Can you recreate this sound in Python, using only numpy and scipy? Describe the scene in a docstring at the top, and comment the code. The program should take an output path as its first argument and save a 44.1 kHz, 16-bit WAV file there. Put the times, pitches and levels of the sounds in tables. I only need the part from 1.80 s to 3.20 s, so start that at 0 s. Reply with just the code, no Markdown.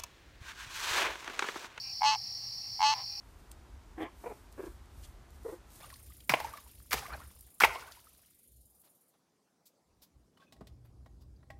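"""Tree frog at night, close up

A tree frog croaks twice, close to one microphone. Each croak is a train of larynx snaps that keep its
vocal sac ringing: slow clicks run up into a buzz locked to every third swing of the sac, then slow down.
Other frogs answer from far off in the leaves, crickets trill without a break, and a low hum and hiss
lie underneath."""
import sys
import numpy as np
from scipy import signal
from scipy.fft import rfft, irfft, next_fast_len
from scipy.io import wavfile
from scipy.ndimage import map_coordinates

SR = 44100
rng = np.random.default_rng(int(sys.argv[2]) if len(sys.argv) > 2 else 0)


def generate_wav(signal):
    """Clip the signal to [-1, 1] and save it as 16-bit WAV at the path in sys.argv[1]."""
    frames = np.transpose(np.atleast_2d(signal))
    scaled = np.clip(frames, -1, 1) * 32767
    pcm = np.round(scaled).astype(np.int16)
    wavfile.write(sys.argv[1], SR, pcm)


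N = 61739

# Pace of the snaps, one table per croak: t/s, swings of the sac from one snap to the next
SNAP_PACES = [
    [(.2105, 8), (.2197, 11), (.2325, 7), (.241, 6), (.248, 3), (.252, 4), (.257, 4), (.26, 3), (.31, 3),
     (.3125, 4), (.332, 4), (.336, 5), (.341, 7), (.361, 8)],
    [(.9945, 10), (1.006, 10), (1.0175, 9), (1.028, 6), (1.035, 4), (1.041, 4), (1.044, 3), (1.1145, 3),
     (1.117, 4), (1.127, 4), (1.131, 6), (1.141, 6)],
]
# Buzz rate, one table per croak (the sac rings at three times this): t/s, f/Hz
BUZZ_RATES = [
    [(0.258, 285.9), (0.312, 290.2)],
    [(1.046, 287), (1.072, 287.4), (1.116, 293.4)],
]
# The frog's push, one table per croak: t/s, sac level/dB, snap level/dB
EFFORTS = [
    [(.21, -30, -57), (.22, -15, -26.5), (.24, -16, -13.5), (.278, -20, -8), (.312, -22.5, -11.5),
     (.341, -22, -14), (.349, -26.5, -13), (.36, -24, -41)],
    [(.994, -29, -33), (1.006, -18, -17.5), (1.028, -15, -12.5), (1.068, -20.5, -9), (1.112, -22.5, -11.5),
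     (1.131, -24, -14), (1.138, -22.5, -13.5)],
]
def croak(pace, buzz, effort):
    """The frog at the microphone: its larynx snaps after a whole number of swings of the sac."""
    times = [pace[0][0]]
    while times[-1] < pace[-1][0]:
        swings = np.round(at(pace, times[-1])[0])
        times.append(times[-1] + swings / (3 * at(buzz, times[-1])[0]))
    times = np.array(times[:-1])
    sac_db, snap_db = at(effort, times)
    sag_hz = 2.2 * (snap_db - snap_db.max())  # the sac rings lower when the frog pushes less
    sac_hz = 3 * at(buzz, times)[0] + sag_hz
    return -(vocal_sac(times, sac_db, sac_hz) + larynx(times, snap_db))


# Overtones of the sac: f/Hz, level/dB, t60/s
SAC_OVERTONES = [(1044, -7.5, 0.0072), (1650, -24, 0.021), (2183, -14.5, 0.016), (2670, -33, 0.013)]
def vocal_sac(times, sac_db, sac_hz, rise_s=.0036, lead_s=.0026, t60_s=.023, low_hz=799):
    """Each snap tops up the ring of the sac, which is too small to radiate much below low_hz."""
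    t = np.arange(N) / SR
    age, short = t - times[:, None], t[:SR // 20]
    kicks = amp(sac_db) * (1 - fade(np.diff(times, prepend=0), t60_s))
    swell = np.sin(np.pi / 2 * np.clip((age + lead_s) / rise_s, 0, 1)) ** 2
    tone = kicks @ (swell * fade(np.maximum(age, 0), t60_s) * np.cos(2 * np.pi * sac_hz[:, None] * age))
    ring = sum(amp(db) * fade(short, t60) * np.sin(2 * np.pi * hz * short)
               for hz, db, t60 in SAC_OVERTONES)
    overtones = signal.fftconvolve(pulses(times, kicks), ring)[:N]
    return band(tone + overtones, lambda hz: (1 + (low_hz / (hz + 1)) ** 20) ** -.5)


# The frog's throat from close by: f/Hz, level/dB
NEAR_THROAT = [(150, -24.5), (400, -19), (650, -18.5), (900, 6), (1130, 4), (1450, -6.5), (1750, -0.5),
               (2050, -8.5), (2300, -10), (2600, 8.5), (3170, 4), (3480, -3.5), (3720, -5), (4050, 5),
               (4320, 9.5), (4620, 5), (4900, -22), (5200, 4.5), (5750, -6.5), (6250, 3.5), (6650, -8),
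               (7000, -15.5), (7700, -11), (8200, -24), (10300, -27), (12000, -47), (16000, -56)]
def larynx(times, snap_db, buzz_gap_s=.0035, click_gap_s=.0055, rebound_s=.0029, jitter_s=4e-6):
    """Snaps through the throat: clean in the buzz, raspy and doubled when slow, dull when weak."""
    scatter, late, stray = rng.standard_normal((len(times), 3)).T
    gaps = np.diff(times, append=times[-1] + 1)
    slow = np.interp(gaps, [buzz_gap_s, click_gap_s], [0, 1])
    puff = fade(np.arange(SR // 20) / SR, t60=.016)
    puff /= np.linalg.norm(puff)

    def train(sizes):
        """Snaps, their rebounds and the rasp of air that follows them."""
        snaps = pulses(times + jitter_s * late, sizes)
        rebounds = pulses(times + rebound_s * (1 + .077 * stray), sizes * slow * amp(-11))
        air = signal.fftconvolve(pulses(times, sizes * amp(-16 + 8 * slow)), puff)[:N]
        return snaps + rebounds + air * rng.standard_normal(N)

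    sizes = amp(snap_db + .6 * scatter)
    hard = sizes ** 2 / (sizes ** 2 + amp(-20) ** 2)  # share of each snap that keeps its treble
    dull = band(train(sizes * (1 - hard)), lambda hz: 1 / (1 + (hz / 3000) ** 4))
    return colour(2 * (train(sizes * hard) + dull), NEAR_THROAT)


def far_frog(start, length, rate, db, treble_db, throat, jitter, wet_db, treble_hz=1500):
    """A train of snaps swells and fades through a distant throat, blurred by the leaves."""
    times = np.arange(0, length, 1 / rate)
    uneven = jitter / rate * rng.standard_normal(len(times))
    snaps = pulses(start + times + uneven, np.sin(np.pi * times / length))
    call = band(colour(snaps, throat), lambda hz: amp(treble_db / (1 + (treble_hz / (hz + 1)) ** 6)))
    return amp(db) * unit(call + amp(wet_db) * foliage(call)) * np.sqrt(length * SR / N)


# Distant calls: t/s, length/s, snap rate/Hz, level/dB, treble/dB
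FAR_CALLS = [(.001, 0.14, 264, -59, 2.5), (.43, 0.087, 287, -70.5, 5), (.56, 0.18, 560, -72, -14),
             (0.802, 0.089, 269, -66.5, -8.5), (1.238, 0.23, 272, -65.5, -1.5)]
# Their throats from afar: f/Hz, level/dB
FAR_THROAT = [(300, -50), (650, -22), (830, -3), (1100, -4), (1450, -17), (1900, -11.5), (2200, -9.5),
              (2550, 3.5), (2800, 2), (3100, -18), (3500, -39), (6300, -20), (12000, -58)]
# A duller rattle at the tail of the second croak: t/s, length/s, snap rate/Hz, level/dB
RATTLE = (1.11, .13, 142, -49)
# The rattling frog's throat: f/Hz, level/dB
RATTLE_THROAT = [(300, -38), (600, -19), (780, -3), (880, 0), (1030, -5), (1350, -21), (1750, -13),
                 (2800, -12), (3700, -18), (6000, -26), (9000, -40), (15000, -55)]
def answering_frogs():
    """Far from the microphone: five faint calls and one slower, rougher rattle."""
    calls = sum(far_frog(*call, FAR_THROAT, jitter=.015, wet_db=-2) for call in FAR_CALLS)
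    return calls + far_frog(*RATTLE, treble_db=-5.5, throat=RATTLE_THROAT, jitter=.0697, wet_db=1)


# Crickets in the foliage: f/Hz, glide either side/Hz, stroke rate/Hz, first stroke t/s, level/dB,
# share of the power smeared by the leaves/0-1
CRICKETS = [(5503, 49, 35, 0.0163, -46.5, 0.09), (4554, 650, 52.5, 0.0025, -48.5, .1),
            (5264, 290, 53, 0.0035, -50, 0.08), (5805, 200, 85, 0.0089, -63.5, .6)]
def cricket(hz, glide_hz, rate, first, db, smear, drift_hz=22.5):
    """Each wing stroke is a short tone that falls in pitch."""
    t = np.arange(N) / SR
    tempo_drift = np.cumsum(.008 * rate * wobble(12)) / SR
    stroke = ((t - first) * rate + tempo_drift + .5) % 1
    pitch = hz - glide_hz * (2 * stroke - 1) + drift_hz * wobble(90)
    envelope = np.abs(np.sin(np.pi * stroke)) ** 2.26 * amp(wobble(39.7))
    trill = unit(envelope * np.sin(2 * np.pi * np.cumsum(pitch) / SR))
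    return amp(db) * (np.sqrt(1 - smear) * trill + np.sqrt(smear) * unit(foliage(trill)))


def foliage(x):
    """Diffuse reflections from the surrounding leaves."""
    tail = rng.standard_normal(SR // 4) * fade(np.arange(SR // 4) / SR, t60=.12)
    return signal.fftconvolve(x, tail / np.linalg.norm(tail))[:N]


# Spectra of the massed far insects, the night air and the hiss: f/Hz, relative level/dB
INSECT_CHORUS = [(3300, -50), (3850, -24.5), (4150, -11.5), (4400, -6), (4700, -2.5), (4950, -7),
                 (5250, -5.5), (5700, -3.5), (5900, -19), (6200, -38), (7000, -49)]
NIGHT_AIR = [(15, -35), (25, -7), (44, -2), (85, -1), (119, 0.5), (143, -8.5), (177, -8.5), (316, -16),
             (423, -19.5), (578, -14.5), (654, -23), (789, -6.5), (932, -17), (1100, -14), (1440, -25),
             (1890, -15), (3600, -19), (4680, -61), (7920, -120)]
HISS = [(2500, -30), (3800, -27), (6300, 1), (7100, 1), (7700, -3), (15500, -0.5)]
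def background(hum_hz=117.4):
    """The ambience of the place: far insects, night air, hiss and a wavering low hum."""
    waver = amp(2 * wobble(21))
    hum = unit(waver * np.sin(2 * np.pi * np.cumsum(hum_hz + 3 * wobble(20)) / SR))
    return noise(INSECT_CHORUS, -45.5) + noise(NIGHT_AIR, -60) + noise(HISS, -59.5) + amp(-67) * hum


def amp(db):
    """Decibels to gain."""
    return 10 ** (np.asarray(db) / 20)


def unit(x):
    """Scale to rms 1."""
    return x / np.sqrt(np.mean(x ** 2) + 1e-20)


def at(rows, t):
    """The columns of a curve at the given times."""
    times, *columns = np.transpose(rows)
    return [np.interp(t, times, column) for column in columns]


def fade(age, t60):
    """Exponential decay, 60 dB down after t60 seconds."""
    return 1000. ** (-age / t60)


def wobble(rate):
    """A smooth random curve, rate knots a second."""
    return map_coordinates(rng.standard_normal(N // 100), [np.arange(N) * rate / SR], mode="wrap")


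def pulses(times, sizes):
    """Impulses placed between samples as windowed sincs."""
    taps = np.floor(times * SR).astype(int)[:, None] + np.arange(-7, 9)
    offset = taps - times[:, None] * SR
    shape = np.sinc(offset) * np.cos(np.pi * offset / 16) ** 2
    return np.bincount(np.clip(taps, 0, N).ravel(), (sizes[:, None] * shape).ravel(), N + 1)[:N]


def grid():
    """Frequencies of the padded spectrum."""
    return np.fft.rfftfreq(2 * next_fast_len(N * 3 // 4), 1 / SR)


def band(x, gain):
    """Apply a gain that depends on frequency."""
    hz = grid()
    return irfft(rfft(x, 2 * (len(hz) - 1)) * gain(hz))[..., :N]


def colour(x, points):
    """Minimum-phase filter through points of f/Hz, level/dB."""
    hz, db = np.transpose(points)
    gain = amp(np.interp(np.log(grid() + 1), np.log(hz), db))
    cepstrum = irfft(np.log(gain))
    size = len(cepstrum)
    cepstrum[1:size // 2] *= 2
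    cepstrum[size // 2 + 1:] = 0
    return irfft(rfft(x, size) * np.exp(rfft(cepstrum)), size)[:N]


def noise(points, db):
    """Coloured noise at an rms level of db."""
    return amp(db) * unit(colour(rng.standard_normal(N), points))


def scene():
    """In mono: the near frog and its faint reflections, in front of the other frogs and the insects."""
    near = sum(croak(*call) for call in zip(SNAP_PACES, BUZZ_RATES, EFFORTS))
    far = answering_frogs()
    crickets = sum(cricket(*row) for row in CRICKETS)
    return (near + amp(-21) * foliage(near) + far + crickets + background())[None]


def record(dry, top_hz=15700):
    """The microphone channel passes nothing above top_hz."""
    return band(dry, lambda hz: hz < top_hz)


dry = scene()
out = record(dry)
generate_wav(out)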